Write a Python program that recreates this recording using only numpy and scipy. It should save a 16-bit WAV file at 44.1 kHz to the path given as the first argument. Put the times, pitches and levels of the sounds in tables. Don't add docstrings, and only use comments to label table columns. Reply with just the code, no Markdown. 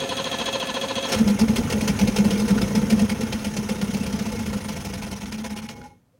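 import sys
import numpy as np
from scipy import signal
from scipy.fft import rfft, irfft, next_fast_len
from scipy.io import wavfile
from scipy.ndimage import uniform_filter1d, map_coordinates

SR = 44100
rng = np.random.default_rng(int(sys.argv[2]) if len(sys.argv) > 2 else 0)


def inscribe(sig):
    pcm = np.round(np.clip(np.atleast_2d(sig).T, -1, 1) * 32767)
    wavfile.write(sys.argv[1], SR, pcm.astype(np.int16))


N = 272979
TIME = np.arange(N) / SR
TOP_HZ = 15950

# freq_hz, density_db
AIR_SPECTRUM = [(18, -47.5), (30, -10), (114, 7.5), (294, -18), (484, -9.5), (582, -10), (2880, -25),
                (15900, -30.5)]

# freq_hz, level_db
COAST_PARTIALS = [(828, -2), (990, -12), (539, -12.5), (1430, -16), (2182, -13), (4183, -21)]
# time_s, level_db
COAST_LEVEL = [(5.2, -59), (5.5, -49.5), (5.85, -45.5), (5.93, -51), (6.03, -88)]

# start_s, ring_db, ring_hz, crack_db
SLACK_KNOCKS = [(1.133, -22, 1830, -20.5), (2.578, -21, 1470, -28.5), (2.585, -17, 1443, -33),
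                (2.617, -19, 5120, -30), (2.752, -22, 5070, -44), (5.256, -39, 3220, -34.5),
                (5.323, -30, 3006, -30.5), (5.688, -29, 2880, -29), (5.815, -35, 1460, -45.5)]
# freq_hz, density_db
CRACK_SPECTRUM = [(300, -16), (1400, 0.5), (2700, 4.5), (5000, -1.5), (8000, -10.5), (16000, -31.5)]

# stroke_share, mesh_hz, whine_db, grind_db
STROKE_LOAD = [(0, 570, -23, -0.5), (.2, 548, -11, 1), (.35, 524, -1.5, -0.5), (.46, 486, 3.5, 3.5),
               (.54, 440, -3.5, 1.5), (.66, 440, -16.5, -1.5), (.85, 549.7, -33, -2.5), (1, 570, -31.5, -4)]
# mesh_multiple, level_db
MESH_PARTIALS = [(1, -3.5), (2, 0.5), (3, -10.5), (4, -14), (6, -8.5), (8, -10.5), (12, -18)]
# time_s, drive_db
STARTER_DRIVE = [(0, -1), (.15, -1.5), (1.09, -1.5), (1.15, 2), (1.2, -3.5), (1.3, -85.5)]
# freq_hz, width_hz, lift_db
FLYWHEEL_MODES = [(545, 16.8, 10), (1322, 20, 9.5), (1736, 28, 12), (2575, 90, 9), (3266, 58, 11),
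                  (3900, 60, 6), (4250, 70, 8), (6080, 50, 10), (6540, 113, 15), (8490, 70, 14.5),
                  (9330, 70, 14), (10700, 140, 12.5)]
# freq_hz, density_db
GRIND_SPECTRUM = [(25, -38), (45, -10), (90, -10.5), (160, -6), (240, -1.5), (420, -7), (560, -8),
                  (800, -9), (1100, -13.5), (2200, -17), (3300, -17), (5100, -24), (6500, -25.5),
                  (11000, -39.5), (15900, -43.5)]
# freq_hz, density_db
CLACK_SPECTRUM = [(300, -6), (1200, -20), (2400, -3.5), (3300, 2), (4200, -2.5), (5000, -4.5),
                  (6500, -16.5), (10000, -25.5), (16000, -39.5)]
# freq_hz, level_db, t60_s
PINION_MODES = [(3344, -5, 0.085), (3860, -10, 0.075), (2585, -14, 0.051), (681, -9, 0.061),
                (6100, -11.5, 0.0485), (7000, -15.5, 0.025), (9340, -18, 0.074)]
# freq_hz, density_db
HISS_SPECTRUM = [(1000, -26), (5000, -2), (9000, 0.5), (16000, -8.5)]
# freq_hz, level_db
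ARMATURE_HUM = [(546, -41.5), (1030, -55), (1708, -53), (6471, -54)]

# time_s, level_db
WHIR_LEVEL = [(1.0, -65), (1.075, -34), (2.6, -33), (3.2, -36), (4.5, -37), (5.4, -40.5), (5.65, -42),
              (5.87, -54.5), (6.05, -84)]
# freq_hz, density_db
SPIN_SPECTRUM = [(100, -25.5), (400, -2), (760, -8.5), (1300, -5), (2800, -5.5), (4600, -13.5),
                 (6500, -5.5), (7300, -18.5), (10400, -10.5), (11500, -22), (16000, -18)]
# freq_hz, width_hz, lift_db
CASING_MODES = [(435, 78.5, -0.5), (670, 17.4, 7), (858, 64.5, 9), (969, 87, 6.5), (1371, 120, 5.5),
                (1912, 42.4, 2.5), (2060, 32, -4.5), (2168, 60, 3.5), (2330, 61.7, -0.5), (2673, 28.9, 1.5),
                (3210, 39, 2), (4270, 15, 3.5), (5140, 67, 4.5), (5500, 140, 1.5), (5990, 38, 4),
                (6440, 33.4, 3.5), (6750, 16, 2.5), (9540, 240, -1.5)]
# freq_hz, density_db
CLATTER_SPECTRUM = [(100, -28), (300, 1.5), (500, 6), (760, -10), (1200, -11.5), (2300, 0), (3700, -6),
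                    (5500, -4), (7200, -11), (10000, -10), (11800, -16.5), (16000, -17.5)]

# time_s, rumble_db, hollow_db
GAS_FLOW = [(1.15, -28, -29.5), (2.0, -27.5, -28), (2.9, -27, -28), (3.5, -35.5, -36.5),
            (4.2, -31.5, -35.5), (5.3, -38, -49), (5.65, -42.5, -55), (5.8, -45, -43), (6.02, -66, -73),
            (6.19, -78, -70.5)]
# freq_hz, density_db
RUMBLE_SPECTRUM = [(15, -36), (28, -17), (43, -8), (80, -2), (150, -3.5), (250, -5), (400, -26.5),
                   (1000, -78)]
# freq_hz, density_db
HOLLOW_SPECTRUM = [(150, -3), (270, -3), (360, -6.5), (430, -5), (490, 0.5), (560, -11.5), (720, -15),
                   (1500, -41.5)]
# time_s, level_db
LEG_HUM = [(1.1, -42), (2.9, -28), (3.3, -35.5), (4.2, -32), (5.28, -37.5), (5.42, -29.5), (5.65, -40),
           (5.85, -51), (6.05, -76)]
# freq_hz, level_db, t60_s
SWAY_MODES = [(45, -5.5, 0.18), (65.6, -6, .18), (84, -3.5, .16), (118.8, -6, .14), (146, -1, 0.11),
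              (284, -5.5, .09)]

# start_s, clatter_db, boom_db, puff_rise_s, boom_hz (before drift)
FIRING_EVENTS = [(1.087, -26, -45, .02, 214), (1.119, -18.5, -23, .036, 215),
                 (1.181, -27.5, -9.5, 0.031, 218.8), (1.245, -46.5, -12, 0.03, 207.4),
                 (1.275, -24, -11.5, 0.038, 204), (1.388, -22, -9.5, 0.038, 215.5),
                 (1.479, -28, -11.5, 0.024, 206.5), (1.557, -21, -16.5, .035, 226),
                 (1.699, -22, -17.5, 0.059, 209.7), (1.807, -25.5, -19, 0.023, 210.6),
                 (1.875, -20, -13.5, 0.026, 215), (1.988, -21.5, -11.5, 0.041, 205),
                 (2.072, -26.5, -13, 0.015, 214.6), (2.16, -21.5, -10.5, 0.043, 203.9),
                 (2.244, -27, -8.5, 0.02, 210.8), (2.304, -24, -14, 0.032, 204),
                 (2.372, -31.5, -18.5, 0.016, 204.8), (2.394, -28.5, -16, 0.039, 213.2),
                 (2.479, -24.5, -11.5, 0.041, 200.4), (2.546, -36, -12.5, 0.02, 210.7),
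                 (2.613, -25.5, -11.5, 0.021, 197.3), (2.678, -34, -34, 0.029, 204.1),
                 (2.749, -22.5, -12, 0.03, 209), (2.815, -34.5, -14.5, .021, 200),
                 (2.898, -22, -9, 0.034, 215.5), (2.958, -36, -15.5, .024, 202),
                 (2.992, -26, -10.5, 0.037, 210.6), (3.093, -25, -18.5, 0.032, 205.8),
                 (3.207, -25, -17.5, 0.029, 215), (3.323, -25, -19.5, 0.028, 208),
                 (3.443, -26, -18, 0.026, 208.8), (3.506, -40.5, -32, .026, 210),
                 (3.565, -26, -18.5, .027, 204), (3.688, -25, -17.5, 0.027, 208),
                 (3.75, -35.5, -26, .022, 211.2), (3.812, -27.5, -15.5, 0.021, 200),
                 (3.875, -36, -19.5, .019, 207), (3.937, -28.5, -16.5, 0.019, 202.8),
                 (4, -35.5, -16, 0.014, 203), (4.06, -29.5, -21.5, .022, 195),
                 (4.124, -31, -16.5, 0.021, 206.5), (4.188, -30, -18.5, .025, 203),
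                 (4.254, -30.5, -21, 0.021, 208), (4.318, -33, -27, 0.018, 215),
                 (4.388, -31.5, -20.5, 0.022, 222), (4.458, -31.5, -22.5, 0.026, 207),
                 (4.528, -31, -19.5, 0.03, 205), (4.605, -35.5, -44, 0.023, 204),
                 (4.683, -29, -28, .024, 208), (4.76, -32.5, -32, .022, 200),
                 (4.846, -30.5, -28, .028, 199.3), (4.931, -31.5, -27.5, 0.024, 197.2),
                 (5.02, -32, -26.5, 0.026, 202.5), (5.11, -32, -29, 0.027, 195),
                 (5.207, -35, -28.5, 0.033, 199.6), (5.318, -33.5, -27, .034, 214),
                 (5.44, -32, -30, .02, 213), (5.561, -33, -32, 0.022, 214.2), (5.688, -39, -49, .026, 215),
                 (5.835, -49.5, -50, 0.017, 253.3)]
# time_s, clatter_db, boom_db
WEAK_LEVELS = [(1.2, -48, -20), (2.5, -45, -25), (3.3, -38.5, -37), (4.7, -38, -46), (5.05, -39.5, -36),
               (5.26, -39, -34), (5.38, -36.5, -24.5), (5.5, -36.5, -25), (5.63, -40, -25.5),
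               (5.76, -52.5, -39)]
# time_s, stretch_ratio
RATTLE_STRETCH = [(3.0, 1.1), (3.3, 0.99), (4.25, 1.206), (5.05, 1.49), (5.4, 1.67), (5.7, 1.9)]

CRANK_START_S, STROKE_S, LABOUR_S = 0.0016, 0.0711, 0.028
CLACK_DB, SLOW_CLACK_DB, CLACK_VARY_DB = -13.5, -3, 1.3
RATTLE_S, SECOND_S, SECOND_DB, SECOND_DB_PER_S = 0.018, 0.023, -10.5, 601
PUFF_S, PUFF_WIDTH = 0.028, 0.535


def amp(db):
    return 10 ** (np.asarray(db) / 20)


def unit(x):
    return x / np.sqrt(np.mean(x ** 2) + 1e-20)


def curves(rows, at=TIME):
    s, *cols = np.transpose(rows)
    return [np.interp(at, s, c) for c in cols]


def wobble(rate_hz):
    knots = rng.standard_normal(int(N * rate_hz / SR) + 4)
    fine = np.linspace(0, len(knots) - 1, 6 * len(knots))
    return np.interp(TIME * rate_hz, fine, map_coordinates(knots, [fine]))


def turning(hz):
    return 2 * np.pi * np.cumsum(hz) / SR


def body(x, spectrum, modes=(), size=8192):
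    hz = np.fft.rfftfreq(size, 1 / SR)
    f, level = np.transpose(spectrum)
    db = np.interp(np.log(hz + 1), np.log(f + 1), level)
    for centre, width, lift in modes:
        db = db + lift / (1 + ((hz - centre) / width) ** 2)
    cepstrum = irfft(np.log(amp(db) + 1e-6))
    cepstrum[1:size // 2] *= 2
    cepstrum[size // 2 + 1:] = 0
    response = irfft(np.exp(rfft(cepstrum)))
    return signal.fftconvolve(x, response / np.linalg.norm(response))[:N]


def grit(rate_hz, share):
    hits = rng.random(N) < rate_hz / SR
    contacts = hits * rng.choice([-1, 1], N) * (.5 + rng.random(N))
    share = np.clip(share, 0, 1)
    return np.sqrt(share) * unit(contacts) + np.sqrt(1 - share) * rng.standard_normal(N)


def ragged(x, depth_db, size=4):
    z = signal.stft(x, nperseg=256)[2]
    field = rng.standard_normal(z.shape)
    for axis in (0, 1):
        field = uniform_filter1d(field, size, axis)
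    patches = unit(amp(depth_db * unit(field)))
    return signal.istft(z * patches, nperseg=256)[1][:N]


def place(shape, s):
    return np.pad(shape, (max(round(s * SR), 0), N))[:N]


def burst(s, length_s, attack_s):
    u = TIME[:SR // 4]
    rise = 1 - np.exp(-u / attack_s)
    return place(rise * np.exp(-np.minimum(u / length_s, 10) ** 2), s)


def bump(s, half_s, fall_s=None):
    first = max(round(s * SR) - SR // 8, 0)
    u = TIME[first:first + SR // 4] - s
    width_s = np.where(u < 0, half_s, fall_s or half_s)
    return np.pad(np.exp(-np.minimum(abs(u) / width_s, 10) ** 2), (first, N))[:N]


def knock(s, modes, crack_db=-8, attack_s=0.00084):
    u = np.maximum(TIME[:SR // 5] - s % (1 / SR), 0)
    ring = 0
    for hz, db, t60_s in modes:
        decay = amp(db + rng.normal(0, 0.8) - 60 * u / t60_s)
        ring = ring + decay * np.sin(2 * np.pi * hz * u)
    dull_noise = signal.lfilter([.5], [1, -.5], rng.standard_normal(len(u)))
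    crack = amp(crack_db - 60 * u / 0.046) * dull_noise
    return place((ring + crack) * (1 - np.exp(-u / attack_s)), s)


def air_bed(level_db=-66.0):
    return amp(level_db) * body(rng.standard_normal(N), AIR_SPECTRUM)


def surroundings(x, wet_db=-13, t60_s=0.11):
    t = TIME[:SR // 3]
    tail = rng.standard_normal(len(t)) * amp(-60 * t / t60_s) * (t > .003)
    tail = signal.lfilter([1], [1, -.5], tail)
    return amp(wet_db) * signal.fftconvolve(x, tail / np.linalg.norm(tail))[:N]


def last_note(start_s=6.13, level_db=-58, hz=500, rise_per_s2=70):
    pitch_hz = hz * (1 + rise_per_s2 * np.maximum(TIME - start_s, 0) ** 2)
    level = amp(level_db + 2 * wobble(150)) * burst(start_s, 0.036, attack_s=0.0051)
    return level * np.sin(turning(pitch_hz))


def coast(blows, level_db=-2.0, between=0.64, swell_s=0.016):
    ring = 0
    for hz, db in COAST_PARTIALS:
        level = amp(db + 2.6 * wobble(45))
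        ring = ring + level * np.sin(turning(hz + 13 * wobble(130)))
    swells = between + sum(bump(s, swell_s) for s, _, _ in blows)
    fade_in = np.clip((TIME - 5.2) / 0.13, 0, 1)
    return fade_in * amp(curves(COAST_LEVEL)[0] + level_db) * swells * ring


def knocks(t60_s=0.019, crack_s=0.0063):
    rings, force = np.zeros(N), np.zeros(N)
    for s, ring_db, hz, crack_db in SLACK_KNOCKS:
        rings += amp(ring_db) * knock(s, [(hz, 0, t60_s)], crack_db=-19.0)
        force += amp(crack_db) * burst(s, crack_s, attack_s=0.00099)
    return rings + body(force * rng.standard_normal(N), CRACK_SPECTRUM, CASING_MODES)


def cranking(count=15):
    k = np.arange(count)
    slow = np.exp(-k)
    start_s = CRANK_START_S + STROKE_S * k + LABOUR_S * (1 - slow)
    clack_db = CLACK_DB + SLOW_CLACK_DB * np.sqrt(slow) + CLACK_VARY_DB * rng.standard_normal(count)
    return np.transpose([start_s, clack_db])


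def chuffs(strokes, level_db=-32, hz=228, drop=0.5, drop_s=0.006, length_s=0.035, attack_s=0.0071):
    total = np.zeros(N)
    for s, _ in strokes:
        fall = 1 + drop * np.exp(-np.clip((TIME - s) / drop_s, 0, 20))
        pitch_hz = hz * np.exp(rng.normal(0, 0.04)) * fall
        level = amp(level_db + rng.normal(0, 1.4)) * burst(s, length_s, attack_s)
        total += level * np.sin(turning(pitch_hz))
    return total


def gear_whine(teeth, load_db, labour):
    whine = 0
    for k, db in MESH_PARTIALS:
        level = amp(db + 2.4 * wobble(69.9) - 13 * labour * (k - 1))
        whine = whine + level * np.sin(round(k) * teeth + 0.1 * (k - 1) * wobble(220))
    return body(amp(load_db) * whine, [(TOP_HZ, 0)], FLYWHEEL_MODES)


def armature_hum():
    hum = 0
    for hz, db in ARMATURE_HUM:
        level = amp(db + 2.2 * wobble(30))
        hum = hum + level * np.sin(turning(hz + 6 * wobble(25)))
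    return hum


def starter(strokes, grind_db=-31, whine_db=-27, teeth_db=-37, clack_db=-18, clack_s=0.039,
            ring_db=-6.0, hiss_db=-44):
    starts = strokes[:, 0]
    stroke = np.interp(TIME, [*starts, starts[-1] + STROKE_S], np.arange(len(starts) + 1)) % 1
    mesh_hz, load_db, scrape_db = curves(STROKE_LOAD, stroke)
    labour = np.exp(-((TIME - .068) / .035) ** 2)
    run_up = 1 - .25 * labour
    load_db = load_db * (1 - 0.8 * labour)
    teeth = turning(mesh_hz * run_up * (1 + .008 * wobble(60)))
    whine = gear_whine(teeth, load_db, labour)
    tooth_steps = unit(np.diff(teeth // (2 * np.pi), prepend=0))
    strikes = tooth_steps * amp(teeth_db + .5 * load_db + 2.5 * wobble(400))
    scrape = grit(rate_hz=1500, share=0.4) * (1 + .5 * np.cos(teeth))
    scrape = scrape * amp(grind_db + scrape_db + wobble(70.0))
    clacks, pinion = np.zeros(N), np.zeros(N)
    for s, db in strokes:
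        clacks += amp(db + clack_db) * burst(s, clack_s, attack_s=0.0011)
        pinion += amp(db + ring_db) * knock(s, PINION_MODES)
    impacts = strikes + clacks * grit(rate_hz=3000, share=0.12)
    metal = body(scrape, GRIND_SPECTRUM, FLYWHEEL_MODES) + body(impacts, CLACK_SPECTRUM, FLYWHEEL_MODES)
    hiss = amp(hiss_db) * stroke ** 2 * body(rng.standard_normal(N), HISS_SPECTRUM)
    drive = amp(curves(STARTER_DRIVE)[0])
    return drive * (metal + pinion + hiss + amp(whine_db) * whine + armature_hum())


def whir(level_db=-3.5, flutter_db=0.7, tick_db=-3, tick_vary_db=2.5, tick_t60_s=0.054, count=240):
    level = amp(curves(WHIR_LEVEL)[0] + level_db + flutter_db * wobble(65))
    ticks = np.zeros(N)
    for when, which, size in rng.random((count, 3)):
        hz = CASING_MODES[int(which * len(CASING_MODES))][0]
        size_db = tick_db - tick_vary_db * np.log(size + 1e-2)
        ticks += amp(size_db) * knock(when * N / SR, [(hz, 0, tick_t60_s)], crack_db=-13.5)
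    spin = body(grit(rate_hz=450, share=0.22), SPIN_SPECTRUM, CASING_MODES)
    return level * (ragged(spin, depth_db=2.0) + ticks)


def lulls(blows, depth=0.17, lead=0.33, width=0.13, growth=3.5):
    dips = 0
    for s, _, length_s in blows:
        dip = depth * (length_s / RATTLE_S) ** growth
        dips = dips + dip * bump(s - lead * length_s, width * length_s)
    return 1 - np.minimum(dips, .85)


def weak_strokes(push_s=0.02075, half_s=0.015, vary_db=2.2):
    starts = np.transpose(FIRING_EVENTS)[0]
    blows, booms = [], []
    for s in (starts[:-1] + starts[1:]) / 2:
        clatter_db, boom_db = curves(WEAK_LEVELS, s) + vary_db * rng.standard_normal(2)
        blows.append((s, clatter_db, RATTLE_S * curves(RATTLE_STRETCH, s)[0]))
        booms.append((s + push_s, boom_db, half_s))
    return blows, booms


def firing(second_length_s=0.014, shared_db=-1.6):
    blows, booms = [], []
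    for s, clatter_db, boom_db, push_s, _ in FIRING_EVENTS:
        second_db = min(SECOND_DB + SECOND_DB_PER_S * (push_s - PUFF_S), 0)
        first_db = clatter_db + shared_db * amp(second_db)
        blows.append((s, first_db, RATTLE_S * curves(RATTLE_STRETCH, s)[0]))
        blows.append((s + SECOND_S, clatter_db + second_db, second_length_s))
        booms.append((s + push_s, boom_db, PUFF_WIDTH * push_s))
    return blows, booms


def clatter(blows, level_db=-2, attack_s=0.0024, ring_db=-22.0, vary_db=5):
    force = sum(amp(db + level_db) * burst(s, length_s, attack_s) for s, db, length_s in blows)
    contacts = force * grit(rate_hz=2400, share=0.45) * amp(0.93 * wobble(250))
    rattle = body(contacts, CLATTER_SPECTRUM, CASING_MODES)
    modes = 0
    for hz, width, lift in CASING_MODES:
        level = amp(lift + vary_db * wobble(22))
        modes = modes + level * np.sin(turning(hz + 0.398 * width * wobble(90)))
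    return ragged(rattle, depth_db=3.0) + amp(ring_db) * force * modes


def barks(blows, level_db=8, follow=0.34, follow_flow=0.65, hz=480, t60_s=0.039, bounce_s=.0155,
          loss_db=-5.0, count=3):
    total = np.zeros(N)
    for s, db, _ in blows:
        pulse_db = level_db + follow * db + follow_flow * curves(GAS_FLOW, s)[1]
        for k in range(count):
            mode = (hz * np.exp(rng.normal(0, 0.074)), 0, t60_s)
            bark = knock(s + k * bounce_s, [mode], crack_db=-25, attack_s=0.0022)
            total += amp(pulse_db + loss_db * k) * bark
    return total


def leg_boom(swell, overtone_db=-24, rough=0.06):
    leg_hz, = curves([(s + push_s, hz) for s, _, _, push_s, hz in FIRING_EVENTS])
    growth = np.gradient(uniform_filter1d(np.log(swell), size=SR // 100)) * SR
    phase = turning(leg_hz * (1 + 0.0327 * wobble(70) - 0.029 * np.tanh(growth / 50)))
    tone = np.sin(phase) + amp(overtone_db) * np.sin(2 * phase)
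    return swell * (1 + rough * wobble(160)) * tone


def exhaust(booms, rumble_db=-2.5, hollow_db=-5.5, thump_db=2, thump_follow=0.35, follow=0.31,
            rise=0.8, fall=1.21):
    puffs = sum((amp(db) * bump(s, rise * half_s, fall * half_s)) ** 2 for s, db, half_s in booms)
    hum = amp(curves(LEG_HUM)[0] + 1 + 3.4 * wobble(50))
    swell = np.sqrt(puffs + hum ** 2)
    boom = leg_boom(swell)
    loudest_db = max(db for _, db, _ in booms)
    thumps = np.zeros(N)
    for s, db, half_s in booms:
        shove_db = thump_db + thump_follow * (db - loudest_db)
        thumps += amp(shove_db) * knock(s - half_s / 2, SWAY_MODES, crack_db=-62.5, attack_s=0.0071)
    local_mean = uniform_filter1d(swell, size=SR // 4)
    surge = ((swell + 0.045) / (local_mean + 0.0062)) ** follow
    low_db, mid_db = curves(GAS_FLOW)
    rumble = amp(rumble_db) * body(rng.standard_normal(N), RUMBLE_SPECTRUM)
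    hollow_level = amp(mid_db + hollow_db + 3.66 * wobble(55))
    hollow = hollow_level * body(rng.standard_normal(N), HOLLOW_SPECTRUM)
    running = np.clip((TIME - 1.1) / 0.095, 0, 1)
    return running * (boom + amp(low_db) * (thumps + surge * rumble) + surge * hollow)


def scene():
    strokes = cranking()
    strong_blows, strong_booms = firing()
    weak_blows, weak_booms = weak_strokes()
    blows = strong_blows + weak_blows
    booms = strong_booms + weak_booms
    moving_parts = lulls(blows) * (clatter(blows) + whir())
    metal = starter(strokes) + moving_parts + knocks() + coast(blows)
    gas = chuffs(strokes) + exhaust(booms) + barks(blows)
    return (air_bed() + surroundings(metal) + last_note() + metal + gas)[None]


def record(dry, low_cut_hz=38):
    high_pass = signal.butter(4, low_cut_hz, "high", fs=SR, output="sos")
    thinned = signal.sosfilt(high_pass, dry)
    m = next_fast_len(N + SR // 2)
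    in_band = np.fft.rfftfreq(m, 1 / SR) < TOP_HZ
    return irfft(rfft(thinned, m) * in_band, m)[..., :N]


dry = scene()
out = record(dry)
inscribe(out)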